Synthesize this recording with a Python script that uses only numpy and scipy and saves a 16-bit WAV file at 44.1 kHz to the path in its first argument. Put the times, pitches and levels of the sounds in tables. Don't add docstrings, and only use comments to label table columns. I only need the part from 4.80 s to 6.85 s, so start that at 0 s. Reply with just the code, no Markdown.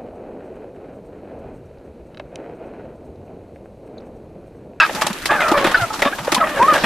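import sys
import numpy as np
from scipy import signal
from scipy.io import wavfile

SR = 44100
rng = np.random.default_rng(int(sys.argv[2]) if len(sys.argv) > 2 else 0)


def makeup_ratio(level_db):
    decades = np.asarray(level_db, float) / 20
    return 10 ** decades


def output_pcm(signal):
    pcm = np.clip(np.atleast_2d(signal).T, -1, 1) * 32767
    wavfile.write(sys.argv[1], SR, np.round(pcm).astype(np.int16))


N = 90493

# start_s, grit_peak_db, trough_wall_db, length_s
PECKS = [(0.093, -49, -22, 0.011), (0.148, -21, -27.5, 0.031), (0.2116, -15, -21, 0.012),
         (0.218, -15, -15, 0.016), (0.242, -45, -24.5, 0.018), (0.299, -27.5, -24, 0.018),
         (0.329, -20.5, -40, 0.016), (0.385, -24, -44, 0.008), (0.419, -24.5, -43, 0.0093),
         (0.13, -26, -51, 0.014), (0.2652, -13.5, -21, 0.02), (0.4555, -12, -24.5, 0.02),
         (0.505, -24, -18, 0.057), (0.602, -23, -17, 0.044), (0.061, -22, -32, 0.006),
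         (0.681, -18.5, -48, 0.019), (0.7144, -18, -16, 0.014), (0.7728, -24, -12.5, 0.02),
         (0.842, -17.5, -10.5, 0.021), (0.865, -21.5, -17, 0.029), (0.9135, -20, -20, 0.017),
         (1.01, -22.5, -40, 0.027), (1.131, -22.5, -36, 0.036), (1.192, -22, -23.5, 0.018),
         (1.2188, -17.5, -13, 0.021), (0.977, -25.5, -40, 0.015), (1.249, -26.5, -16, 0.038),
         (1.3827, -29.5, -22, 0.023), (1.446, -24, -30, 0.01), (1.471, -34, -23, 0.025),
         (1.5181, -10, -11.5, 0.017), (1.575, -32, -18, 0.017), (1.605, -32, -18.5, 0.012),
         (1.668, -45, -19, 0.012), (1.691, -25, -27, 0.017), (1.778, -30, -21, 0.017),
         (1.5448, -9, -20.5, 0.017), (1.8248, -17.5, -10, 0.009), (1.935, -16, -16.5, 0.037),
         (1.9777, -28, -18.5, 0.011), (2.036, -18.5, -10.5, 0.033)]
# frequency_hz, level_db (per Hz)
GRIT_SPECTRUM = [(1470, -27), (2500, -10), (3380, -8), (5520, -11), (14000, -22)]
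# frequency_hz, width_hz, level_db
TROUGH_MODES = [(600, 116, 3), (875, 98, 5.5), (1200, 290, 2), (1840, 360, -1.5), (2500, 360, -4.5),
                (3550, 610, -10.5)]
# start_s, peak_db, ring_hz
BEAK_STRIKES = [(0.22, -5, 1740), (0.2245, -12, 1160), (0.27, -5.5, 8400), (0.27, -7, 6900),
                (.4585, -5, 2020), (.512, -11, 1660), (.521, -6, 800), (.7225, -3, 870), (.2135, -10, 2300),
                (.618, -17, 2900), (1.6135, -20, 1800), (1.8, -16, 1640), (1.389, -16, 875),
                (.111, -20.5, 620), (1.967, -4.5, 1540), (1.942, -6, 2700), (.848, -6, 1700),
                (.873, -4.5, 2100), (1.1414, -12.5, 1270), (1.2213, -2, 2130), (1.2265, -2, 2140),
                (1.229, -11, 590), (1.249, -14, 2500), (1.2615, -7, 680), (1.5254, -14, 3300),
                (1.5272, -7, 1330), (1.551, -1.5, 3500), (1.885, -15, 9600), (1.443, -35, 5000)]
# start_s, peak_db, pitch_hz
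THUMPS = [(0.095, -21.5, 584), (0.144, -30.5, 190), (0.303, -24, 203), (.506, -23, 343), (0.502, -39.5, 94),
          (0.717, -10.5, 325), (0.778, -27.5, 208), (0.848, -13.5, 350), (0.867, -25, 200),
          (1.015, -25, 114), (1.222, -18.5, 616), (.243, -33, 170), (0.551, -34, 207), (0.586, -37.5, 170),
          (1.42, -34, 182), (1.53, -33, 160), (1.712, -28, 302), (1.171, -45, 328), (1.257, -20, 261),
          (1.397, -34.5, 130), (1.479, -13, 550), (1.524, -18, 334), (1.576, -22.5, 233),
          (1.813, -22.5, 376), (1.827, -25.5, 214), (1.922, -20.5, 328), (1.959, -13.5, 590),
          (2.037, -21, 210)]
# start_s, length_s, start_hz, end_hz, level_db
PEEPS = [(.175, 0.054, 834, 928, -28), (.5, 0.013, 1150, 1223, -15.5), (.535, 0.013, 1220, 1260, -17),
         (1.3265, 0.013, 1485, 1685, -21.5), (.973, 0.013, 4100, 4170, -29),
         (1.265, .022, 3600, 3640, -30.5), (1.275, 0.011, 1650, 1690, -24), (1.105, 0.011, 1260, 1310, -22),
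         (1.222, 0.013, 2086, 1894, -15.5), (.219, 0.016, 1138, 1125, -16.5), (.267, 0.012, 900, 823, -19),
         (.606, 0.027, 2150, 1965, -19.5), (.625, 0.022, 2500, 2400, -23.5),
         (.945, 0.013, 1502, 1483, -5.5), (.946, 0.016, 1780, 1730, -13.5), (.971, 0.018, 1408, 1345, -16),
         (1.104, 0.019, 846, 863, -24), (1.125, 0.038, 864, 880, -34), (1.565, 0.011, 1002, 1006, -11.5),
         (1.61, 0.011, 1347, 1255, -11), (1.626, 0.021, 1040, 1192, -16)]
# start_s, length_s, start_hz, end_hz, level_db
CLUCKS = [
    (.49, 0.091, 568.8, 600, -25),
    (.925, 0.052, 600, 667, -26.5),
    (1.0, 0.02, 808, 716, -21.5),
    (1.022, 0.031, 711, 650, -16.5),
    (1.262, 0.026, 560.7, 577, -16),
    (1.33, 0.016, 751, 840, -27.5),
    (1.583, 0.045, 858, 760, -26),
    (1.606, 0.044, 692, 622, -16),
]
# time_s, pitch_hz, level_db
SQUAWK = [
    (0, 333.6, -8),
    (.03, 319.8, -8.5),
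    (.05, 322.3, -17.5),
    (.068, 293, -24.5),
    (.078, 303, -63),
]
# time_s, pitch_hz, level_db
MOAN = [
    (.53, 600, -42),
    (.6, 600, -25),
    (.65, 624.4, -22),
    (.72, 611.3, -19),
    (.78, 564.2, -15),
    (.88, 532.3, -25),
    (.92, 538, -27.5),
    (.94, 523.6, -50),
]
# time_s, pitch_hz, level_db
WAIL = [
    (.492, 827.7, -23),
    (.51, 849, -16),
    (.55, 854, -19.5),
    (.59, 764, -23),
    (.62, 710, -18.5),
    (.72, 660, -29),
    (.75, 660, -34),
]
# time_s, pitch_hz, level_db
LATE_MOAN = [
    (1.64, 640, -20),
    (1.7, 600, -31),
    (1.74, 590.8, -24.5),
    (1.78, 554, -23.5),
    (1.82, 524.5, -22.5),
    (1.86, 600, -25),
    (1.905, 611.7, -18),
    (1.95, 555.5, -19),
    (1.99, 550.6, -23.5),
]
# time_s, pitch_hz, level_db
WHISTLE = [
    (1.795, 896, -21),
    (1.801, 896, -14),
    (1.828, 1010, -6),
    (1.838, 1075, -14),
    (1.853, 1097, -14.5),
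    (1.879, 1163, -25),
    (1.884, 1245, -6),
    (1.912, 1244, -12.5),
    (1.945, 1112, -21.5),
]
PEEP_PARTIALS = [-4, -30]
CLUCK_PARTIALS = [0.5, 3, -12, -29]
SQUAWK_PARTIALS = [-52, -13, -5.5, 3, 3.5, -10, -10, 0, -15, -15, -14, -10.5, -22, -17, -19, -17]
MOAN_PARTIALS = [12, 12, 4, -1, -30]
WAIL_PARTIALS = [-1, 5, -9, -30]
LATE_MOAN_PARTIALS = [1, -2, -0.5, -10.5, -14.5]
# delay_s, level_db
ECHOES = [
    (.013, -17.5),
    (.037, -32.5),
]
# time_s, level_db
BUSTLE = [
    (0, -44),
    (.2, -41.5),
    (.38, -45),
    (.75, -36),
    (1.0, -39),
    (1.08, -42.5),
    (1.2, -40.5),
    (1.33, -44.5),
    (1.7, -40),
    (2.05, -36.5),
]
# frequency_hz, level_db (per Hz)
LITTER_SPECTRUM = [(15, -37), (25, -0.5), (75, -12.5), (301, -2.5), (462, -7.5), (1150, -4.5), (12400, -28),
                   (13800, -27), (15000, -60)]
# frequency_hz, likeness (0 to 1)
LIKENESS = [(30, 0.65), (120, 1), (700, 0.98), (2000, 0.58), (4000, 0.4), (12000, 0.017)]


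def pecks():
    t = np.arange(N) / SR
    grit_level, wall_level = np.zeros(N), np.zeros(N)
    for start_s, grit_db, wall_db, length_s in PECKS:
        since = np.maximum(t - start_s, 0)
        spray = np.exp(-(since / length_s) ** 1.5)
        snap = makeup_ratio(-6.5) * np.exp(-since / 0.0023)
        grit_level += makeup_ratio(grit_db - 7) * (1 - np.exp(-since / 0.0012)) * (spray + snap)
        rattle = (1 - np.exp(-since / 0.0015)) * np.exp(-(since / length_s) ** 2)
        wall_level += makeup_ratio(wall_db - 0.5) * rattle
    knocks = grains(4000, 2.5)[0]
    wall = 0
    for k, (hz, width_hz, db) in enumerate(TROUGH_MODES):
        r = np.exp(-np.pi * width_hz / SR)
        poles = [1, -2 * r * np.cos(2 * np.pi * hz / SR), r * r]
        wall = wall + (-1) ** k * makeup_ratio(db) * signal.lfilter([1 - r, 0, r - 1], poles, knocks)
    grit = colour(grains(7000, 4.0), GRIT_SPECTRUM, patchy_db=2)
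    return grit_level * grit, wall_level * unit(wall)


def beak_strikes():
    ring_s, fade_cycles = 0.05, 2.5
    t, out = np.arange(N) / SR, 0
    for start_s, db, hz in BEAK_STRIKES:
        cycles = np.clip(t - start_s, 0, ring_s) * hz
        ring = np.exp(-cycles / fade_cycles) * np.sin(2 * np.pi * cycles)
        out = out + makeup_ratio(db) * ring * (t < start_s + ring_s)
    return out


def thumps():
    peak_cycles = 1.044
    t, out = np.arange(N) / SR, 0
    for start_s, db, hz in THUMPS:
        cycles = np.maximum(t - start_s, 0) * hz
        push = cycles / peak_cycles * np.exp(1 - cycles / peak_cycles)
        out = out + makeup_ratio(db + 5.5) * push * np.sin(2 * np.pi * cycles)
    return out


def hens():
    hoarse = dict(jitter=0.022, rasp_db=4, half_db=-14)
    return (calls(PEEPS, 0.0016, PEEP_PARTIALS, jitter=0.007, rasp_db=1.5, half_db=-13.5)
            + calls(CLUCKS, 0.011, CLUCK_PARTIALS, jitter=0.0131, rasp_db=1.5, half_db=-16.5)
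            + voice(SQUAWK, SQUAWK_PARTIALS, jitter=0.011, rasp_db=4, half_db=-15.5)
            + voice(MOAN, MOAN_PARTIALS, **hoarse)
            + voice(WAIL, WAIL_PARTIALS, **hoarse)
            + voice(LATE_MOAN, LATE_MOAN_PARTIALS, **hoarse)
            + voice(WHISTLE, [0, -30], jitter=0.003, rasp_db=0.7, half_db=-30))


def calls(table, attack_s, partials_db, jitter, rasp_db, half_db):
    release_s, edge_db = 0.0062, 25
    out = 0
    for start_s, length_s, start_hz, end_hz, db in table:
        end_s = start_s + length_s
        rows = [(start_s - attack_s, start_hz, db - edge_db),
                (start_s, start_hz, db),
                (end_s - release_s / 2, end_hz, db - 2.5),
                (end_s + release_s, end_hz, db - edge_db)]
        out = out + voice(rows, partials_db, jitter, rasp_db, half_db)
    return out


def voice(rows, partials_db, jitter, rasp_db, half_db):
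    time_s, hz, db = np.transpose(rows)
    t = np.arange(N) / SR
    pitch_hz = np.interp(t, time_s, hz) * (1 + jitter * drift(120))
    phase = 2 * np.pi * np.cumsum(pitch_hz) / SR
    tone = 0
    for k, partial_db in enumerate(partials_db):
        rasp = makeup_ratio(partial_db + rasp_db * drift(90))
        blur = rng.uniform(0, 2 * np.pi) + 0.14 * rasp_db * drift(200)
        tone = tone + rasp * np.sin((k + 1) * phase + blur)
    tone = unit(tone) * (1 + makeup_ratio(half_db) * np.sin(phase / 2))
    return tone * makeup_ratio(np.interp(t, time_s, db, left=-120, right=-120))


def shed(x):
    out = np.zeros((2, N))
    dull = signal.lfilter([0.4], [1, -0.6], x)
    for delay_s, db in ECHOES:
        for side, stretch in enumerate([0.93, 1.07]):
            lag = int(delay_s * stretch * SR)
            out[side, lag:] += makeup_ratio(db) * dull[:N - lag]
    return out


def litter():
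    time_s, db = np.transpose(BUSTLE)
    swell_db = np.interp(np.arange(N) / SR, time_s, db) + 36 + drift(18)
    source = rng.standard_normal((2, N)) + makeup_ratio(-8) * grains(420, 4.5)
    return makeup_ratio(-27) * colour(source, LITTER_SPECTRUM, patchy_db=3.0, swell_db=swell_db)


def colour(source, spectrum, patchy_db, swell_db=0):
    treble_steady_hz = 2900
    out, edges = 0, 22 * 2 ** np.arange(0, 9.6, 0.5)
    for k, (low, high) in enumerate(zip(edges, edges[1:])):
        band = signal.butter(2, [low, high], "band", fs=SR, output="sos")
        mid, side = signal.sosfilt(band, source) * (-1) ** k
        hz = np.sqrt(low * high)
        alike = np.clip(at_hz(LIKENESS, hz), 0, 1)
        flicker_db = (patchy_db * drift(10.1) + swell_db) * min(1, np.sqrt(treble_steady_hz / hz))
        gain = makeup_ratio(at_hz(spectrum, hz) + flicker_db)
        wide = np.sqrt(1 - alike) * side * [[1], [-1]]
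        out = out + gain * (np.sqrt(1 + alike) * mid + wide)
    return unit(out)


def grains(per_s, spread_db):
    sizes = makeup_ratio(spread_db * np.minimum(rng.exponential(1, (2, N)), 4))
    sizes = sizes * rng.choice([-1, 1], (2, N))
    return unit(sizes * (rng.random((2, N)) < per_s / SR))


def drift(rate_hz):
    r = np.exp(-2 * np.pi * rate_hz / SR)
    noise = rng.standard_normal(N + SR // 4)
    return unit(signal.lfilter([1], [1, -2 * r, r * r], noise)[SR // 4:])


def at_hz(points, hz):
    table_hz, value = np.transpose(points)
    return np.interp(np.log(hz), np.log(table_hz), value)


def unit(x):
    return x / np.sqrt(np.mean(x ** 2) + 1e-20)


def scene():
    grit, wall = pecks()
    near = wall + beak_strikes() + thumps() + hens()
    return near + shed(near) + grit + litter()


def band_limit(x):
    return signal.sosfilt(signal.butter(12, 15430, fs=SR, output="sos"), x)


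def record(dry):
    rounded = np.tanh(dry)
    top_cut = signal.cheby2(14, 34, 14500, fs=SR, output="sos")
    mix = signal.sosfilt(top_cut, rounded)
    return band_limit(mix)


dry = scene()
out = record(dry)
output_pcm(out)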